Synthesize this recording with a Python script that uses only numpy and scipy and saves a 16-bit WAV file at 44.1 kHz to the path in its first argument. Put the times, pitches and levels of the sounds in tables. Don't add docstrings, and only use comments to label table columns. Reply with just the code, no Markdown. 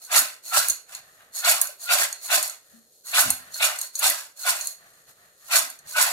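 import sys
import numpy as np
from scipy import signal
from scipy.fft import rfft, irfft
from scipy.io import wavfile

SR = 44100
rng = np.random.default_rng(int(sys.argv[2]) if len(sys.argv) > 2 else 0)


def unload_wav(signal):
    wavfile.write(
        sys.argv[1],
        SR,
        np.round(np.clip(np.atleast_2d(signal).T, -1, 1) * 32767).astype(np.int16),
    )


N = 269892
T = np.arange(N) / SR
HZ = np.maximum(np.fft.rfftfreq(8192, 1 / SR), 1)

# landing t/s, pour/s, thud level/dB, shell level/dB, settling/(dB/s),
# slide lead/s, slide level/dB, drum f/Hz, drum level/dB, rasp level/dB
TOSS_EVENTS = [(0.166, 0.055, -18.5, -14.5, 162, 0.12, -43, 1363, -28, -31),
               (0.571, 0.043, -19.5, -13.5, 145, .083, -36, 1346, -23, -30.5),
               (1.485, 0.043, -18, -13, 122, 0.099, -30, 1434, -22.5, -26),
               (1.924, 0.031, -18.5, -14.5, 114, 0.079, -34.5, 1422, -21, -22),
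               (2.345, 0.047, -20, -15, 140, 0.084, -34, 1414, -31.5, -24.5),
               (3.185, 0.047, -18.5, -14, 132, 0.086, -34, 1407, -30.5, -19),
               (3.645, 0.037, -19.5, -16.5, 146, 0.076, -33.5, 1440, -27, -21),
               (4.061, 0.042, -20.5, -14, 136, 0.073, -34.5, 1410, -32, -22.5),
               (4.486, .036, -22.5, -17.5, 131, 0.069, -35.5, 1442, -30.5, -33),
               (5.559, .048, -20, -14, 177, 0.067, -44.5, 1380, -26, -22),
               (6.008, 0.05, -20, -16, 71, 0.095, -36.5, 1480, -18.5, -27)]
# mid t/s, half length/s, thud level/dB, shell level/dB, wall level/dB
SLIP_EVENTS = [(0.683, 0.095, -37.5, -29.5, -32.5), (0.945, .11, -45.5, -42, -55),
               (1.216, 0.043, -54.5, -72, -74.5), (2.011, 0.11, -25, -21, -30),
               (2.44, 0.1, -38, -29.5, -44), (3.303, 0.04, -31, -29, -35), (3.825, 0.11, -45.5, -36.5, -37),
               (4.639, 0.17, -47, -38, -34.5)]
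# f/Hz, width/Hz, level/dB
WALL_MODES = [(4240, 230, -5.5), (4270, 30, 3.5), (4580, 36, -8), (6030, 160, -7.5), (6573, 65, 1),
              (6900, 66, 1), (6980, 200, -5), (8470, 31, -1.5), (8710, 73, -1.5), (9980, 92, -9),
              (10720, 95, -3), (11350, 67, 2), (11500, 63, -3), (13860, 300, -27.5)]
# f/Hz, level/dB
WALL_SPECTRUM = [(200, -55.5), (650, -20.5), (3200, -32), (4100, -17), (5200, -33.5), (6500, -17),
                 (11000, -11), (16000, -15.5)]
# f/Hz, level/dB
SHELL_SPECTRUM = [(400, -64.5), (2000, -29.5), (3200, -14.5), (4000, -8), (5000, -10), (8000, -6.5),
                  (12500, -7), (14500, -8), (15700, -22.5)]


def pile(thud_db=-1, crisp_db=-1, clump_db=1.7, thud_lag_s=0.00015):
    thud_spectrum = [(150, -71), (380, -57.5), (500, -30.5), (620, -13.5), (1400, -2.5), (2300, -4),
                     (2950, -3), (3200, -13), (4000, -13), (7000, -44.5)]
    low_modes = [(602.5, 46, -3.5), (681, 20, -3), (755.5, 38, -4.5), (889, 5.5, -16.5), (1036, 22, -1),
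                 (1070, 20, -14.5), (1162, 7.1, -3.5), (1305, 27, -2.5), (1420, 13, 0.5), (1518, 25, 4.5),
                 (1606, 55, -3), (1826, 32, -8), (1960, 15, -4.5), (2050, 60, -4.5), (2220, 27, -10.5),
                 (2605, 130, -6), (2720, 100, -6), (3444, 120, -2), (3836, 32, 0)]
    high_modes = [(4356, 260, -7), (4496, 47, -1.5), (4770, 170, -8), (5450, 100, -4), (5720, 180, -5.5),
                  (6480, 31, -2), (6794, 90, 1.5), (7150, 110, -3.5), (7900, 180, -3), (8210, 100, -0.5),
                  (8700, 60, -12), (9420, 190, -3.5), (10130, 60, -5.5), (11300, 72, -6), (11400, 27, -9.5),
                  (11350, 140, -10), (10950, 81, 1)]
    clumps = undb(clump_db * walk(260))
    weight, crispness = pile_motion()
    dull = unit(contacts(4000, 3.95, thud_lag_s))
    dull += undb(-5) * unit(pings(598, 4033, 0.0097, count=4400, samples=900, scatter_db=3.5,
                                  lag_s=thud_lag_s))
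    sharp = unit(contacts(7000, 4))
    sharp += undb(-8) * unit(pings(3394, 15500, 0.0048, count=8000, samples=480, scatter_db=-1))
    thud = strike(dull, weight * clumps, shape(thud_spectrum, low_modes))
    crisp = strike(sharp, crispness * clumps, shape(SHELL_SPECTRUM, high_modes))
    return thud * undb(thud_db) * pan(-0.2) + crisp * undb(crisp_db) * pan(-2.5)


def pile_motion(creep_db=-14.5, creep_shell_db=-3.5, shell_lag_s=0.011):
    creep = slide_envelope()
    weight, crispness = undb(creep_db) * creep, undb(creep_shell_db) * creep
    for s, pour_s, thud_db, shell_db, settle, *_ in TOSS_EVENTS:
        weight += undb(thud_db) * landing(s, pour_s, settle, first_db=-11, tumble_db=-3.5)
        crispness += undb(shell_db) * landing(s + shell_lag_s, pour_s, settle, first_db=-9.5, tumble_db=-6)
    for s, half_s, thud_db, shell_db, _ in SLIP_EVENTS:
        slip = swell(s, half_s)
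        weight = np.maximum(weight, undb(thud_db) * slip)
        crispness = np.maximum(crispness, undb(shell_db) * slip)
    return weight, crispness


def landing(s, pour_s, settle_db_per_s, first_db, tumble_db,
            arrival_db_per_s=849, crash_db_per_s=328.5, rest_s=0.27):
    out, t = np.zeros(N), T[:SR // 2] - 2 * pour_s
    before, after = np.maximum(-t, 0), np.maximum(t, 0)
    rise_db = first_db * before / pour_s - arrival_db_per_s * np.maximum(before - pour_s, 0)
    fall_db = np.maximum(-crash_db_per_s * after, tumble_db - settle_db_per_s * after)
    rest = np.exp(-(after / rest_s) ** 6)
    add(out, undb(rise_db + fall_db) * rest, s - 2 * pour_s)
    return out


def clinks(focus_octaves=0.63, tick=4, tail_db=-20, tail_s=0.037, sing_db=-23.5, sing_t60_s=0.4):
    hits = [(0.049, -28.5, 7000, 0.0056), (0.116, -16.5, 5600, 0.0017), (0.162, -3, 6900, 0.0059),
            (0.189, -5.5, 10700, 0.015), (0.4543, -29, 6860, 0.0049), (0.6849, -4.5, 10800, 0.0022),
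            (0.6983, -4.5, 7040, 0.0055), (0.9498, -19, 6300, 0.0018), (1.403, -19, 6530, 0.0027),
            (1.447, -13.5, 4400, 0.0016), (1.513, -6.5, 10200, 0.01), (1.6141, -0.5, 11900, 0.0027),
            (1.672, -18, 7150, 0.0024), (2.1277, -10.5, 6300, 0.0013), (2.4277, -6, 8600, 0.003),
            (2.4775, -15.5, 11100, 0.0026), (2.4974, -18, 6560, 0.00092), (3.2052, -6.5, 11300, 0.018),
            (3.304, -1, 10340, 0.0027), (3.543, -19.5, 4840, 0.0022), (3.643, -7, 7900, 0.0054),
            (3.7884, -14, 8540, 0.0036), (3.814, -11, 7300, 0.002), (3.954, -14, 5900, 0.0054),
            (3.992, -11.5, 11200, 0.0068), (4.099, -4.5, 11400, 0.0046), (4.4334, -21.5, 4520, 0.0028),
            (4.6106, -14, 6450, 0.0036), (4.6719, -8.5, 7840, 0.0013), (5.5577, -4, 6800, 0.0013),
            (5.5897, -3.5, 10200, 0.0016), (5.7005, -23.5, 10800, 0.0035), (5.7896, -32.5, 7000, 0.0033),
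            (6.026, -5.5, 11200, 0.006)]
    out, t, wall = np.zeros((2, N)), T[:SR // 4], shape(WALL_SPECTRUM, WALL_MODES)
    low_hz, _, low_db = np.array(WALL_MODES)[:3].T[..., None]
    for s, level_db, hz, chatter_s in hits:
        chatter = np.exp(-t / chatter_s) + undb(tail_db) * np.exp(-t / tail_s)
        force = rng.standard_normal((2, len(t))) * chatter
        force[:, 0] += tick
        hit = ring(force, wall / (1 + (np.log2(HZ / hz) / focus_octaves) ** 2))
        cycles = low_hz * t + rng.random((2, len(low_hz), 1))
        modes = undb(low_db - low_db.max()) * np.sin(2 * np.pi * cycles)
        sing = modes.sum(axis=1) * decay(t, sing_t60_s) * (low_hz[0] / hz) ** 2
        add(out, (hit / np.abs(hit).max() + undb(sing_db) * sing) * undb(level_db), s)
    return out * pan(-2.8)


def drumming(rise_s=0.022, fall_s=0.024, lead_s=0.063, rasp_lead_s=0.047, drift_hz=50, flutter_db=3):
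    rasp_spectrum = [(1500, -34), (2350, -1), (2800, -3), (3150, -10.5), (3600, -1), (4600, -5.5),
                     (6000, -31.5)]
    note, rasp_envelope, t = np.zeros(N, complex), np.zeros(N), T[:SR // 4] - lead_s
    roll = np.exp(-np.maximum(-t / rise_s, t / fall_s))
    note_roll = roll * np.clip(2 * (t + lead_s) / lead_s, 0, 1)
    rasp_roll = roll * np.clip(2 * (t + rasp_lead_s) / rasp_lead_s, 0, 1)
    for s, pour_s, *_, hz, note_db, rasp_db in TOSS_EVENTS:
        start_s = s - 0.44 * pour_s - lead_s
        add(note, undb(note_db) * note_roll * np.exp(2j * np.pi * hz * t), start_s)
        add(rasp_envelope, undb(rasp_db) * rasp_roll, start_s)
    note = note * np.exp(1j * walk(drift_hz)) * undb(flutter_db * walk(190))
    scratches = pings(2000, 5000, 0.004, count=7000, samples=600, scatter_db=1.5)
    rasp = strike(scratches, rasp_envelope, shape(rasp_spectrum))
    return np.array([note.real, (note * np.exp(-1j)).real]) + rasp


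def slides(level_db=-1):
    slips = sum(undb(wall_db) * swell(s, half_s) for s, half_s, _, _, wall_db in SLIP_EVENTS)
    skipping = unit(ring(contacts(550, 2.2), shape(WALL_SPECTRUM, WALL_MODES)))
    return undb(level_db) * (slide_envelope() + slips) * skipping * pan(-1)


def slide_envelope(half_s=0.085):
    return sum(undb(slide_db) * swell(s - lead_s, half_s)
               for s, _, _, _, _, lead_s, slide_db, *_ in TOSS_EVENTS)


def bumps(attack_s=0.0044, sag_per_s=0.15, roughness=0.62, rough_hz=140):
    knocks = [(0.156, 264, -44.5, 0.23), (.215, 284, -44, 0.09), (0.575, 130, -39, 0.1),
              (0.695, 317, -35.5, 0.047), (0.699, 79, -46, 0.092), (1.516, 203, -18, 0.01),
              (1.611, 170, -37.5, 0.0098), (1.69, 603, -31.5, 0.044), (1.999, 387, -46.5, 0.15),
              (2.365, 330, -45, 0.19), (2.733, 231, -47, 0.24), (3.233, 265.2, -37, 0.33),
              (3.251, 125, -40, 0.3), (3.279, 216, -33, 0.13), (3.297, 92, -38.5, 0.16),
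              (4.082, 322, -41.5, 0.11), (4.502, 331, -54, 0.38), (5.632, 270, -51.5, 0.22)]
    out, t = np.zeros((2, N)), T[:SR // 3]
    shifting = np.array([walk(rough_hz) + 1j * walk(rough_hz) for _ in range(2)])
    for s, hz, level_db, t60_s in knocks:
        envelope = (1 - np.exp(-t / attack_s)) * decay(t, t60_s)
        flutter = 1 + roughness * shifting[:, int(s * SR):][:, :len(t)]
        note = np.exp(2j * np.pi * hz * t * (1 - sag_per_s * t)) * flutter
        add(out, undb(level_db) * envelope * note.imag, s)
    return out


def fingers(rub_gain_db=6, rustle_gain_db=2):
    grips = [(1.116, 0.48, -63, -60), (2.727, 0.27, -70.5, -58.5), (2.971, 0.19, -87.5, -59.5),
             (3.479, 0.13, -55, -55.5), (4.914, 0.43, -65, -59), (5.1, 0.053, -65.5, -56.5),
             (5.24, .2, -68, -61), (5.458, 0.21, -65.5, -56), (5.847, 0.22, -63.5, -66)]
    rub_spectrum = [(60, -8.5), (150, 0.5), (250, -10.5), (450, -16), (650, 3), (950, -7), (1200, 3.5),
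                    (1450, 3), (1600, 1), (1820, 8.5), (2100, -4.5), (4000, -8.5), (8000, -45)]
    rub = unit(ring(contacts(2300, 1.4), shape(rub_spectrum))) * undb(rub_gain_db + 2 * walk(31))
    rustle = unit(ring(contacts(4600, 3), shape(SHELL_SPECTRUM, WALL_MODES))) * undb(rustle_gain_db)
    return sum(swell(s, half_s) * (rub * undb(rub_db) + rustle * undb(rustle_db))
               for s, half_s, rub_db, rustle_db in grips)


def kitchen(x, wet_db=-8, treble_db=-2, split_hz=4500, onset_s=0.0074, t60_s=0.33, treble_t60_s=0.24):
    t = T[:SR // 2]
    noise = rng.standard_normal((2, len(t)))
    low = signal.sosfilt(signal.butter(2, split_hz, fs=SR, output="sos"), noise)
    high = signal.sosfilt(signal.butter(2, split_hz, "high", fs=SR, output="sos"), noise[::-1])
    onset = 1 - np.exp(-(t / onset_s) ** 2)
    fade, treble_fade = onset * decay(t, t60_s), onset * decay(t, treble_t60_s)
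    tail = (low * fade + undb(treble_db) * high * treble_fade) / np.sqrt(np.sum(fade ** 2))
    return x + undb(wet_db) * signal.fftconvolve(x, tail, axes=-1)[:, :N]


def air(level_db=-70, side=0.23):
    spectrum = [(25, -24), (70, -5), (150, -5), (300, -3), (450, 5), (600, 6), (900, -12), (1700, -14.5),
                (3000, -19.5), (7000, -28.5), (15000, -47)]
    noise = rng.standard_normal(N) + side * rng.standard_normal((2, N))
    return unit(ring(noise, shape(spectrum))) * undb(level_db + 0.7 * walk(3.9))


def contacts(rate_per_s, scatter_db, lag_s=0.00021, spread_s=0.00012):
    size, place, sign = rng.standard_normal((3, N))
    at = np.flatnonzero(rng.random(N) < rate_per_s / SR)
    blows = np.sign(sign[at]) * undb(scatter_db * np.minimum(size[at], 2))
    late = np.clip(at + np.round((lag_s + spread_s * place[at]) * SR), 0, N - 1).astype(int)
    return np.array([np.bincount(at, blows, minlength=N), np.bincount(late, blows, minlength=N)])


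def pings(low_hz, high_hz, decay_s, count, samples, scatter_db, lag_s=0.0002256):
    when, pitch, strength, place = rng.random((count, 4)).T[..., None]
    hz, n = low_hz * (high_hz / low_hz) ** pitch, np.arange(samples)
    fade = undb(scatter_db * np.minimum(-np.log(strength), 3)) * np.exp(-n / SR / decay_s)
    at = ((when * N).astype(int) + n).ravel()
    phase = (2 * np.pi * hz * n / SR).astype(np.float32)
    right_lag_rad = (2 * np.pi * hz * lag_s * (0.5 + place)).astype(np.float32)
    return np.array([np.bincount(at, (fade * np.sin(phase - lag)).ravel(), minlength=N)[:N]
                     for lag in (0, right_lag_rad)])


def strike(blows, envelope, gain):
    return ring(blows * envelope, gain) / np.std(ring(blows[:, :SR], gain))


def shape(spectrum, modes=()):
    hz, db = np.transpose(spectrum)
    power = undb(np.interp(np.log(HZ), np.log(hz), db)) ** 2
    for centre_hz, width_hz, peak_db in modes:
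        power += (undb(peak_db) / (1 + ((HZ - centre_hz) / width_hz) ** 2)) ** 2
    return np.sqrt(power)


def ring(x, gain):
    cepstrum = irfft(np.log(gain + 1e-9))
    half = len(cepstrum) // 2
    cepstrum[1:half] *= 2
    cepstrum[half + 1:] = 0
    response = irfft(np.exp(rfft(cepstrum)))[None, :half]
    return signal.fftconvolve(x, response, axes=-1)[:, :x.shape[-1]]


def walk(rate_hz):
    knots = rng.standard_normal(16384)
    return np.interp(T * rate_hz, np.arange(len(knots)), knots)


def swell(s, half_s):
    return np.maximum(1 - ((T - s) / half_s) ** 2, 0) ** 4


def decay(t, t60_s):
    return np.exp(-np.log(1000) * t / t60_s)


def pan(db):
    return undb(np.array([[db], [-db]]) / 2)


def undb(db):
    return 10 ** (np.asarray(db) / 20)


def unit(x):
    return x / np.sqrt(np.mean(x ** 2))


def add(out, x, s):
    i = max(int(s * SR), 0)
    out[..., i:i + x.shape[-1]] += x[..., :max(N - i, 0)]


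def scene():
    return kitchen(pile() + slides() + drumming() + clinks() + bumps() + fingers()) + air()


def record(dry, limit=0.85, top_hz=15750):
    lowpass = signal.ellip(10, 0.2, 80, top_hz, fs=SR, output="sos")
    return signal.sosfilt(lowpass, np.clip(dry, -limit, limit))


dry = scene()
out = record(dry)
unload_wav(out)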